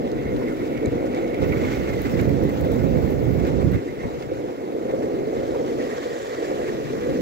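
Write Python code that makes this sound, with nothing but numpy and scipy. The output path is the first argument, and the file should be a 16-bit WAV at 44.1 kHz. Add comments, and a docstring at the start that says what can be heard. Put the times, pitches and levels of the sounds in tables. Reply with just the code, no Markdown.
"""A skateboard rolls along an asphalt park path, heard at a phone's two ports in the rider's hand.
From the start, stones drum the deck into a rumble and grains crunch under the tread, with thumps and ticks.
The first gusts buffet within a second; from 1.3 to 3.8 s a crosswind buffets and fizzes at the right port.
Patches of sand burst near 1.7, 5.5 and 6.2 s, and past 5.7 s the crunch is at its brightest.
Sources are random blows or noise, shaped by spectra, resonances and levels that follow time."""
import sys
import numpy as np
from scipy import signal
from scipy.fft import rfft, irfft
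from scipy.io import wavfile
from scipy.ndimage import map_coordinates

SR = 44100
rng = np.random.default_rng(int(sys.argv[2]) if len(sys.argv) > 2 else 0)


def int16_out(signal):
    """Quantize to a 16-bit WAV file."""
    q = np.round(np.clip(np.atleast_2d(signal).T, -1, 1) * 32767)
    wavfile.write(sys.argv[1], SR, q.astype(np.int16))


N = 317961
T, HZ = np.arange(N) / SR, np.fft.rfftfreq(N, 1 / SR)
PORT_LAG_S = 21 / SR  # sound from the board reaches the left port this much later

# All levels in the tables are relative: each source adds its own trim.
# A half length or half width is the distance from the centre at which a hump has fallen to half.

# faint hiss, colour: hz, level_db
HISS_COLOUR = [(500, 16.5), (7000, -9), (9000, -4), (12000, 4.5), (16000, 0.5)]
# faint hiss, level in time: time_s, level_db
HISS_LEVEL = [(0, -55), (1.3, -52), (3.76, -64), (3.8, -55), (4.3, -56), (5.3, -53.5), (7.2, -51.5)]
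# soft swell of the hiss: peak_s, half_length_s, level_db
HISS_SWELLS = [(.52, 0.25, -55)]
# air stream of the ride: time_s, level_db
AIR_STREAM = [(0, -33), (1.5, -35), (2.0, -35.5), (3.6, -36), (4.35, -35), (4.6, -41.5), (5.0, -35.5),
              (5.6, -36), (6.3, -42.5), (6.8, -35), (7.2, -33.5)]
# wind blowing straight at the right port for a while: time_s, buffeting_db, fizz_db
CROSSWIND = [(1.34, -54, -70), (1.42, -21.5, -50), (1.67, -25.5, -46), (1.75, -30, -45), (1.82, -26.5, -49),
             (2.01, -27.5, -48), (2.14, -21, -47), (2.44, -20.5, -54), (2.52, -27, -47), (2.64, -23.5, -49),
             (2.86, -19, -48.5), (3.22, -21.5, -48.5), (3.5, -20.5, -53), (3.765, -19.5, -58),
             (3.83, -60, -110)]
# single gusts: peak_s, half_length_s, left_port_db, right_port_db
GUSTS = [(0.33, 0.08, -31, -32), (0.88, 0.011, -20.5, -28), (0.95, 0.034, -36, -32),
         (2.307, 0.038, -41, -21), (2.854, 0.014, -42, -17.5), (2.968, 0.026, -36, -18.5),
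         (3.284, 0.023, -32, -18.5), (3.662, 0.016, -21, -16), (3.76, 0.045, -27, -34),
         (4.063, 0.017, -23.5, -27)]
# colour of the buffeting: hz, left_port_db, right_port_db
BUFFET_COLOUR = [(15, -32, -23), (30.2, -22, -40), (45.3, -4.5, -7), (62.4, -4, 2.5), (88, -6, 1.5),
                 (139, 1.5, 2), (191, -9.5, -2), (286, -5, -5), (493, -47, -14), (770, -31, -31),
                 (1500, -60, -41), (4000, -80, -85)]
# colour of the fizz: hz, level_db
FIZZ_COLOUR = [(1000, -12), (4000, -11.5), (7000, -15), (8800, -28), (10500, 0), (12500, 11), (15800, 11),
               (17500, -30)]
# crosswind spitting across the right port: peak_s, half_length_s, level_db
SPITS = [(2.842, .008, -50), (2.97, .01, -45), (3.473, .006, -45), (3.62, .014, -54), (3.665, .013, -53),
         (3.72, .006, -49), (3.748, .015, -48)]
# likeness of the board's sound at the two ports: hz, likeness (0-1)
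PORT_LIKENESS = [(100, 0.7), (280, 0.88), (520, 1), (850, 0.73), (1500, 0.59), (2150, 0.71), (2500, 0.71),
                 (3600, 0.45), (5000, 0), (16000, 0.4)]
# swinging of the phone: time_s, left_minus_right_db
PHONE_AIM = [(0, 2.5), (1.1, 2), (1.8, 0), (4.2, 2), (7.2, 1.5)]
# larger bits of grit: start_s, level_db, centre_hz, half_width_octaves
TICKS = [(0.117, -31, 4500, .6), (0.364, -24, 3900, .2), (0.857, -26, 6700, 0.3), (0.86, -24, 4100, .12),
         (0.86, -25.5, 7000, 0.33), (1.148, -26, 6300, 0.38), (1.278, -33, 6200, .25),
         (1.435, -33, 6000, .4), (2.019, -27, 12000, 1), (2.213, -29, 11000, 1), (2.293, -34, 10000, 1),
         (2.438, -33, 13000, 0.72), (2.494, -34, 13500, 1), (2.611, -31, 9000, 1), (2.719, -29, 12500, 1),
         (2.648, -34, 12500, 1), (2.741, -33, 12000, 1), (2.761, -36, 10500, 1), (3.107, -34, 12500, 1),
         (3.121, -37, 12000, 1), (3.451, -30, 5000, .6), (3.47, -36, 12500, 1), (4.225, -31, 4200, .5)]
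# stretches of loose sand: middle_s, half_length_s, level_db
SAND_PATCHES = [(1.68, .1, -51), (5.5, .17, -56), (6.2, .33, -52)]
# sizzling of the tread: peak_s, half_length_s, level_db
SIZZLES = [(1.69, 0.048, -62), (6.19, 0.064, -53.5), (6.41, 0.13, -57)]
# clacks of the trucks: start_s, level_db, centre_hz
CLACKS = [(0.083, -34, 660), (0.415, -30, 990), (0.955, -28, 660), (1.025, -28, 650), (1.176, -22.5, 670),
          (1.42, -27, 644), (1.53, -29, 1220), (1.635, -27, 1030), (2.075, -35, 1000), (2.413, -32, 650),
          (2.645, -25, 667), (2.759, -32, 700), (2.985, -25, 650), (3.49, -27, 850), (3.611, -31, 990),
          (4.034, -28, 800), (4.084, -36, 860), (4.441, -34, 650), (4.485, -29.5, 765), (4.608, -31, 650),
          (4.675, -30, 740), (4.893, -32, 760), (5.548, -26.5, 790), (6.151, -31, 650), (6.245, -28, 900),
          (6.507, -26, 680)]
# large stones striking a wheel: start_s, level_db, pitch_hz
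PINGS = [(0.165, -39, 2150), (.19, -31, 2070), (.615, -32, 2120), (0.485, -29, 2120), (0.778, -29, 2200),
         (1.245, -32, 2150), (1.345, -26, 2150), (1.523, -23, 2140), (1.574, -31, 2120), (1.649, -26, 2190),
         (1.72, -31, 2150), (2.192, -21, 2180), (2.294, -30, 2110), (2.84, -37, 2220), (3.451, -31, 1900),
         (5.912, -26, 2020), (6.025, -36, 2080), (6.68, -34, 1920)]
# ring modes of the wheels: multiple of the singing pitch (ratio), level_db
WHEEL_MODES = [(0.905, -5.5), (1.002, -1), (1.235, -15)]
# runs of stones that set a wheel rattling: middle_s, rise_db, half_length_s
RATTLES = [(0.183, 5, 0.034), (0.28, 5, .035), (0.435, 5, .02), (0.487, 7, .014), (0.62, 4.5, .025),
           (0.80, 2.5, .04), (0.88, 4.5, .04), (1.16, 4.5, .035), (1.33, 2, .025), (1.44, 0, 0.009),
           (1.53, 7.5, .012), (1.89, 1.5, .015), (2.195, 3.5, .012), (2.497, 7, .012), (3.76, 10, .035),
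           (3.885, 7, .03), (4.025, 6.5, .04), (4.89, 2, .018), (5.399, 9, 0.022), (5.805, 7, .013),
           (5.919, 5, .014), (6.688, 3, 0.011), (7.038, 6, .014)]
# bumps in the path: start_s, level_db
BUMPS = [(0.042, -16), (0.454, -14), (0.915, -31), (1.043, -12), (1.421, -9.5), (1.558, -14.5),
         (2.197, -16), (2.427, -11.5), (3.418, -31), (3.469, -13), (3.86, -13), (4.242, -16.5),
         (4.314, -12), (4.441, -13.5), (4.605, -24), (4.675, -22), (4.75, -13), (4.934, -9.5), (5.103, -16),
         (5.482, -12.5), (5.595, -10), (5.785, -10.5), (6.149, -20), (6.384, -17), (6.508, -12.5),
         (6.982, -28)]
# ring of the deck after a bump: nominal_pitch_hz, level_db, t60_s
DECK_MODES = [(317.4, 1, 0.085), (381.7, -6, 0.23), (490, 4, 0.079)]
# coarseness of the asphalt, driving crunch, crackle and wheel ring: time_s, level_db
COARSENESS = [(0.0, -45), (0.42, -42.5), (1.28, -42), (1.64, -38), (1.96, -39.5), (2.16, -39), (2.32, -42),
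              (2.66, -41), (3.14, -43), (3.6, -43), (3.94, -46), (4.04, -44), (4.12, -45), (4.7, -46.5),
              (5.67, -43.5), (5.77, -44), (5.82, -39.5), (6.04, -42), (6.7, -40.5), (6.78, -42), (7.2, -40)]
# colour along the path: time_s, brighter_share (0-1), singing_hz, singing_above_crunch_db
PATH_COLOUR = [(0, 0.3, 2060, -5), (.45, 0.3, 2110, -3.5), (.78, 0.24, 2156, -1), (1.05, 0.24, 2170, -5),
               (1.35, 0.17, 2130, -0.5), (2.2, 0.52, 2100, -3), (2.45, 0.4, 2080, -7.5),
               (3.55, 0.52, 2140, -3.5), (3.78, 0.6, 2050, -8.5), (4.03, 0.5, 2110, -2),
               (4.14, 0.53, 2150, -9), (5.2, 0.57, 2090, -4), (5.7, 0.7, 2080, -12), (5.85, 0.83, 1900, -3),
               (6.2, 0.8, 1890, -0.5), (7.2, 0.63, 1910, -6.5)]
# colour of the tread contact: hz, plain_db, brighter_db
TREAD_COLOUR = [(402, -14, -26), (824, 8, -5), (1130, -5.5, 2), (1180, -2, 1.5), (1474, 5, -6),
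                (1630, -8, 0.5), (1766, -0.5, -4), (2100, -9, -1.5), (2510, -5, -8), (3060, -10, -9.5),
                (3600, -10.5, -11.5), (5200, -19.5, -13), (7420, -21.5, -15), (8850, -31.5, -27.5),
                (12000, -53, -26.5), (16000, -40, -34)]
# rough spots under the wheels: middle_s, rise_db, half_length_s
RASPS = [(0.067, 4.5, 0.018), (0.19, 0, .015), (0.487, 2, 0.0089), (1.163, 4, 0.022), (1.436, 6.5, 0.016),
         (1.533, 2.5, 0.009), (1.70, 3, 0.052), (1.888, 3, 0.014), (2.062, 5, .014), (2.201, 7, 0.0067),
         (2.5, 4.5, .009), (2.723, 2, .012), (2.964, 2.5, 0.0092), (3.485, 5, 0.024), (3.617, 2.5, .012),
         (3.746, 4, 0.02), (4.017, 2, .016), (4.229, 5, 0.011), (4.909, 6, 0.018), (5.031, 6, 0.0084),
         (5.353, 4, 0.017), (5.552, 1, 0.016), (5.675, 4, 0.018), (5.81, 0, .012), (5.925, 1.5, .012),
         (5.979, 4, .008), (6.03, 4, 0.014), (6.16, 1.5, 0.013), (6.343, 3.5, 0.011), (6.448, 4, .016),
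         (6.688, 5, 0.012), (7.189, -1, 0.0063)]
# deck mode that sings out most: time_s, pitch_hz, strength_db
DRONE = [(0, 437, -18), (.5, 322, 1), (1.1, 340, -6.5), (2.2, 238, -8.5), (2.8, 238, -16),
         (3.45, 373, -0.5), (4.4, 390, -12), (5.0, 450, -1.5), (5.9, 433, -3.5), (6.4, 407, -2),
         (6.75, 451, -0.5), (7.1, 490, 7.5)]
# shaking of the board by the road: time_s, level_db
ROAD_SHAKE = [(0.0, -25), (0.68, -26), (0.94, -23), (1.1, -25), (1.25, -24), (1.6, -24.5), (2.04, -26.5),
              (2.16, -23), (2.44, -24), (2.51, -25), (2.66, -22.5), (2.96, -22.5), (3.32, -24.5),
              (3.46, -22), (3.68, -29), (4.74, -27.5), (4.9, -23.5), (5.62, -23.5), (6.3, -28), (6.48, -23),
              (6.9, -28.5), (7.04, -29.5), (7.2, -29.5)]
# undulations that load or unload the wheels: middle_s, change_db, half_length_s
SWAYS = [(0.056, 3, 0.014), (0.122, 2.5, 0.012), (0.58, -2, 0.037), (0.785, -3, 0.028), (0.85, 2, 0.022),
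         (0.905, -12, 0.0087), (1.074, 1, .022), (1.631, 1.5, 0.021), (2.292, 1.5, 0.03), (2.435, 2, 0.017),
         (3.423, 0.5, .018), (3.54, 2.5, 0.011), (3.614, 3.5, 0.03), (3.70, 0.5, .04), (4.059, 2.5, 0.016),
         (4.395, 3.5, .02), (4.57, -11, 0.0089), (4.944, 0, 0.023), (5.25, -3.5, .012), (5.465, -4, 0.01),
         (5.602, 2.5, 0.023), (5.795, 2.5, 0.014), (6.365, -7, 0.0055), (6.405, 1, 0.023),
         (6.604, 3, 0.011), (6.86, -4.5, .025)]
# response of wheels and deck: hz, level_db
DECK_RESPONSE = [(30, -36), (75, -66), (125, -28), (185, -6.5), (240, 1.5), (320, 2), (400, -0.7),
                 (480, 1.34), (545, -1), (610, -9), (700, -9.5), (820, -17.5), (1100, -27), (4000, -80)]
# depth of the rumble: time_s, bass_lift_db
RUMBLE_DEPTH = [(0, -0.5), (2.2, -0.5), (4, -5.5), (5.8, -6.5), (6.35, -18.5), (7.2, 9)]


def gain_of(db):
    """Logarithmic level: decibels to amplitude gain."""
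    return 10 ** (np.asarray(db) / 20)


def evened(x):
    """Normalisation of energy: scales to rms 1."""
    return x / np.sqrt(np.mean(x ** 2) + 1e-20)


def curve(rows, order=1):
    """Linear interpolation: one column of a time table at every sample."""
    columns = np.transpose(rows)
    return np.interp(T, columns[0], columns[order])


def spectrum(rows, order=1):
    """Interpolation over log frequency: one column of a frequency table at every bin."""
    columns = np.transpose(rows)
    return np.interp(np.log(HZ + 1), np.log(columns[0]), columns[order])


def coloured(x, db):
    """Linear filtering: one gain for each frequency bin, then rms 1."""
    return evened(irfft(rfft(x) * gain_of(db), N))


def shelf(x, corner_hz, lift_db):
    """Shelving filter: lifts what lies above the corner, by an amount that may vary in time."""
    above = irfft(rfft(x) * HZ ** 4 / (HZ ** 4 + corner_hz ** 4), N)
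    return x + above * (gain_of(lift_db) - 1)


def resonate(x, hz, width_hz):
    """Resonance: two equal poles in a frame turning with the moving centre; rms 1."""
    turn = np.exp(2j * np.pi * np.cumsum(hz * np.ones(N)) / SR)
    r = np.exp(-np.pi * width_hz / SR)
    ringing = signal.lfilter([1], [1, -2 * r, r * r], x / turn)
    return evened((turn * ringing).real)


def wander(rate_hz):
    """Low-passed chance: random modulation of rms 1, up to about the given rate."""
    t = T[::100]
    hz = np.fft.rfftfreq(len(t), t[1])
    slow = irfft(rfft(rng.standard_normal(len(t))) / (1 + (hz / rate_hz) ** 2), len(t))
    return np.interp(T, t, evened(slow))


def swell(s, half_length):
    """Amplitude envelope: a rounded rise and fall of height 1."""
    return 1 / (1 + np.square(np.square((T - s) / half_length)))


def humps_db(rows):
    """Level modulation: a brief, rounded change in decibels for each row, all added."""
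    t = T[::40]
    total = sum(db / (1 + ((t - s) / length) ** 4) for s, db, length in rows)
    return np.interp(T, t, total)


def stones(per_s, spread_db, fine):
    """Random impulse excitation: two rows of tiny uneven blows over a bed of fine grain."""
    size = gain_of(spread_db * np.minimum(rng.exponential(1, N), 4))
    struck = rng.random(N) < per_s / SR
    blows = evened(size * struck * rng.choice([-1., 1.], (2, N)))
    return evened(blows + fine * rng.standard_normal((2, N)))


def snaps(per_s, decay_s):
    """Exponential decay: an envelope of random snaps that start sharply and die away."""
    cracks = (rng.random(N) < per_s / SR) * rng.uniform(.3, 1, N)
    return signal.lfilter([1], [1, -np.exp(-1 / (decay_s * SR))], cracks)


def patchy(x, depth_db, wide_hz, long_s):
    """Time-frequency modulation: brief random patches of level give grain clusters their own colour."""
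    hz, t, z = signal.stft(x, SR, nperseg=256)
    at = np.meshgrid(hz / max(wide_hz, hz[1]), t / max(long_s, t[1]), indexing="ij")
    patches = evened(map_coordinates(rng.standard_normal(z.shape[1:]), at, order=1))
    return signal.istft(z * gain_of(depth_db * patches), SR)[1][:, :N]


def ports(x):
    """Partial coherence and delay: the right port hears first, and likeness depends on frequency."""
    direct, scattered = rfft(x)
    same = np.clip(spectrum(PORT_LIKENESS), 0, 1)
    mixed = same * direct + np.sqrt(1 - same ** 2) * scattered
    left = mixed * np.exp(-2j * np.pi * HZ * PORT_LAG_S)
    return irfft(np.array([left, direct]), N)


def hiss(left_db=-16, swell_left_db=-3):
    """Filtered noise: a faint hiss, mostly on the right, with a soft swell of it on both sides."""
    steady = gain_of(curve(HISS_LEVEL)) * gain_of([[left_db], [0]])
    swells = sum(gain_of(db) * swell(s, half) for s, half, db in HISS_SWELLS)
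    level = np.hypot(steady, swells * gain_of([[swell_left_db], [0]]))
    return coloured(rng.standard_normal((2, N)), spectrum(HISS_COLOUR)) * level


def eddies(order, gust_db):
    """Turbulent pressure: eddies press on one port, unrelated to those at the other."""
    pressure = rng.standard_normal(N) * gain_of(gust_db * wander(rate_hz=42))
    return coloured(pressure, spectrum(BUFFET_COLOUR, order))


def wind(left_db=1.74, right_db=1.5, deep_hz=100, deep_slope=1.0, deep_from_db=-33):
    """Turbulent forcing: stream, crosswind and gusts add at each port; weak air loses its deepest eddies."""
    air_db = curve(AIR_STREAM)
    # shelter of the right port: 12 dB in air of -36 dB, and less as the air strengthens
    shelter_db, shelter_slope, reference_db = 12, 1, -36
    sheltered_db = air_db - shelter_db + shelter_slope * (air_db - reference_db)
    steady = np.array([gain_of(air_db), gain_of(sheltered_db) + gain_of(curve(CROSSWIND))])
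    gusts = sum(gain_of([[left], [right]]) * swell(s, half) for s, half, left, right in GUSTS)
    force = np.hypot(steady, gusts)
    # air at least as strong as deep_from_db keeps its full depth
    deep_db = deep_slope * np.minimum(20 * np.log10(force) - deep_from_db, 0)
    buffet = np.array([eddies(order=1, gust_db=2.0), eddies(order=2, gust_db=1.0)])
    # lowering everything and lifting the upper part back thins only the bass
    thinned = shelf(buffet, deep_hz, -deep_db) * gain_of(deep_db)
    return thinned * force * gain_of([[left_db], [right_db]])


def fizz(trim_db=-5.5, air_db=-28, flutter_db=1.9, left_db=-19):
    """Fine turbulence: air sputters mostly across the right port, with spits late in the crosswind."""
    air = coloured(stones(per_s=650, spread_db=4.0, fine=2.0), spectrum(FIZZ_COLOUR))
    force = np.hypot(gain_of(curve(CROSSWIND, order=2)), gain_of(curve(AIR_STREAM) + air_db))
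    spits = sum(gain_of(db) * swell(s, half) for s, half, db in SPITS)
    force = np.hypot(force, spits)
    flutter = gain_of(trim_db + flutter_db * wander(rate_hz=24))
    return air * force * flutter * gain_of([[left_db], [0]])


def ticks(decay_s=0.0012, left_db=-13, trim_db=3.5):
    """Impulsive contact: each bit of grit gives a band-limited snap a millisecond or two long."""
    out, t, hz = np.zeros(N), np.arange(512) / SR, np.fft.rfftfreq(512, 1 / SR)
    # the port passes less around 9.5 kHz
    port = gain_of(-10 * np.exp(-((hz - 9500) / 2000) ** 2))
    for s, db, centre_hz, octaves in TICKS:
        snap = rng.choice([-1., 1.], len(t)) * np.exp(-t / decay_s)
        band = port / (1 + (np.log2((hz + 1) / centre_hz) / octaves) ** 2)
        snap = np.convolve(snap, np.fft.fftshift(irfft(band)))
        start = round(s * SR) - len(t) // 2  # undoes the delay of the centred filter
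        out[start:start + len(snap)] += gain_of(db + trim_db) * snap
    return out * gain_of([[left_db], [0]])


def sand(low_hz=3000, high_hz=7500, count=14):
    """Superposed damped oscillations: sand grains burst under the tread at a set of pitches."""
    per_s, cycles, t = 110, 10, np.arange(600) / SR  # rate at each pitch; cycles to decay by 1/e
    out = np.zeros((2, N))
    for hz in np.geomspace(low_hz, high_hz, count):
        grain = np.sin(2 * np.pi * hz * t) * np.exp(-t * hz / cycles)
        starts = np.flatnonzero(rng.random(N - len(t)) < per_s / SR)
        sizes = rng.uniform(.2, 1, (len(starts), 2, 1))
        for start, size in zip(starts, sizes):
            out[:, start:start + len(t)] += size * grain
    return evened(out) * sum(gain_of(db) * swell(s, half) for s, half, db in SAND_PATCHES)


def sizzle(centre_hz=7200, width_hz=1100):
    """Broad resonance: a thin, high sizzle of the tread swells on some stretches of asphalt."""
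    grains = stones(per_s=600, spread_db=2.0, fine=0.7) * gain_of(2.0 * wander(rate_hz=25))
    swells = sum(gain_of(db) * swell(s, half) for s, half, db in SIZZLES)
    return resonate(grains, centre_hz, width_hz) * swells


def clacks(width_hz=330, decay_s=0.019, trim_db=-4.5):
    """Damped broad resonance: the trucks give short, dull rattles."""
    bursts = sum(gain_of(db) * (T >= s) * np.exp(-abs(T - s) / decay_s) for s, db, hz in CLACKS)
    rattle = resonate(ports(rng.standard_normal((2, N))), curve(CLACKS, order=2), width_hz)
    return rattle * bursts * gain_of(trim_db)


def pings(trim_db=-3, decay_s=0.0048, width_hz=220, left_db=-7.0):
    """Struck resonator: a single large stone makes a wheel ring briefly, on a pitch curve."""
    blows = sum(gain_of(db) * (T >= s) * np.exp(-abs(T - s) / decay_s) for s, db, hz in PINGS)
    ring = resonate(ports(rng.standard_normal((2, N))), curve(PINGS, order=2), width_hz)
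    return ring * blows * gain_of(trim_db) * gain_of([[left_db], [0]])


def sides_db(right_db):
    """Level difference: splits the phone's aim, less a lift of the right, over the two ports."""
    return (curve(PHONE_AIM) - right_db) * np.array([[.5], [-.5]])


def wheel_ring(trim_db=-4, right_db=6.0, rough_share=0.7):
    """Modal excitation: stones strike the hard wheels, whose modes ring in wavering rattles."""
    width_hz, waver_hz, lumpy_db = 190, 45, 1.2
    sound = 0
    for ratio, db in WHEEL_MODES:
        grains = ports(stones(per_s=420, spread_db=1.8, fine=0.75))
        grains = grains * gain_of(lumpy_db * wander(rate_hz=35))
        pitch_hz = ratio * curve(PATH_COLOUR, order=2) + waver_hz * wander(rate_hz=25)
        sound = sound + gain_of(db) * resonate(grains, pitch_hz, width_hz)
    clumps_db = rough_share * humps_db(RASPS) + humps_db(RATTLES)
    singing_db = curve(COARSENESS) + curve(PATH_COLOUR, order=3)
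    return sound * gain_of(singing_db + trim_db + clumps_db + sides_db(right_db))


def bumps(trim_db=-6.5, rise_s=0.0025, left_db=-2.0):
    """Free vibration: a wheel climbs a bump in a few milliseconds and sets the deck modes ringing."""
    out, t = np.zeros(N), np.arange(SR // 10) / SR
    for (s, db), chances in zip(BUMPS, rng.random((len(BUMPS), len(DECK_MODES)))):
        thump = 0
        for (hz, mode_db, t60), chance in zip(DECK_MODES, chances):
            pitch_hz = hz * (.92 + .16 * chance)  # each bump shifts each mode by up to 8 %
            thump = thump + gain_of(mode_db - 60 * t / t60) * np.sin(2 * np.pi * pitch_hz * t)
        start = round(s * SR)
        out[start:start + len(t)] += gain_of(db + trim_db) * thump * (1 - np.exp(-t / rise_s))
    left = gain_of(left_db) * np.interp(T - PORT_LAG_S, T, out)
    return np.array([left, out])


def crackle(trim_db=-12):
    """Impulsive fracture: larger stones crack under a wheel, with a sharp start and a short rattle."""
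    cracks = ports(rng.standard_normal((2, N)) * snaps(per_s=60, decay_s=0.015))
    return coloured(cracks, spectrum(TREAD_COLOUR, order=2)) * gain_of(curve(COARSENESS) + trim_db)


def crunch(trim_db=0.2, right_db=2.6, lumpy_db=0.5, steady_share=0.17,
           treble_hz=3000, rustle_db=.5, top_hz=5500, top_rustle_db=-1.0):
    """Granular contact noise: grains snap under the tread, in clumps where the road is rough."""
    grains = ports(stones(per_s=900, spread_db=1.5, fine=1.6))
    grains = patchy(grains, depth_db=1.55, wide_hz=481, long_s=.025)
    bright = np.clip(curve(PATH_COLOUR), 0, 1)
    plain_sound = coloured(grains, spectrum(TREAD_COLOUR))
    bright_sound = coloured(grains, spectrum(TREAD_COLOUR, order=2))
    sound = (1 - bright) * plain_sound + bright * bright_sound
    clumps_db = humps_db(RASPS) + lumpy_db * wander(rate_hz=41)
    # the fine hiss is steadier than the coarse crunch, and rustles on its own in two bands
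    sound = shelf(sound, treble_hz, rustle_db * wander(rate_hz=17.0) - steady_share * clumps_db)
    sound = shelf(sound, top_hz, top_rustle_db * wander(rate_hz=9.2))
    return sound * gain_of(curve(COARSENESS) + trim_db + clumps_db + sides_db(right_db))


def deck_drone(width_hz=95, waver_hz=22, surge_db=1.0, trim_db=-5, left_db=-1):
    """Bending resonance: one deck mode sings out of the rumble, shifting in pitch and surging."""
    shake = ports(stones(per_s=300, spread_db=-0.5, fine=0.83))
    shake = shake * gain_of(surge_db * wander(rate_hz=15))
    sound = resonate(shake, curve(DRONE) + waver_hz * wander(rate_hz=3), width_hz)
    level_db = curve(ROAD_SHAKE) + humps_db(SWAYS) + curve(DRONE, order=2) + trim_db
    return sound * gain_of(level_db) * gain_of([[left_db], [0]])


def rumble(trim_db=-0.47, right_db=1.28, lumpy_db=0.2, surge_db=0.39, bass_hz=350):
    """Forced vibration: stones drum through the wheels into the deck, surging as the path undulates."""
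    shake = ports(stones(per_s=1500, spread_db=1.5, fine=1.41))
    shake = shake * gain_of(lumpy_db * wander(rate_hz=35) + surge_db * wander(rate_hz=30.0))
    depth_db = curve(RUMBLE_DEPTH)
    # lifting everything and lowering the upper part back moves only the bass
    sound = shelf(coloured(shake, spectrum(DECK_RESPONSE)), bass_hz, -depth_db) * gain_of(depth_db)
    level_db = curve(ROAD_SHAKE) + humps_db(SWAYS) + trim_db
    return sound * gain_of(level_db) * gain_of([[0], [right_db]])


def scene():
    """Superposition: the air at the ports and the board below add linearly."""
    air = hiss() + wind() + fizz()
    grit = ticks() + sand() + sizzle() + crackle() + crunch()
    wheels = clacks() + pings() + wheel_ring()
    deck = bumps() + deck_drone() + rumble()
    return air + grit + wheels + deck


def record(dry):
    """Band limitation: a linear-phase low-pass at 15.9 kHz."""
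    low_pass = signal.firwin(511, 15900, window=("kaiser", 9), fs=SR)
    return signal.oaconvolve(dry, low_pass[None], "same")


dry = scene()
out = record(dry)
int16_out(out)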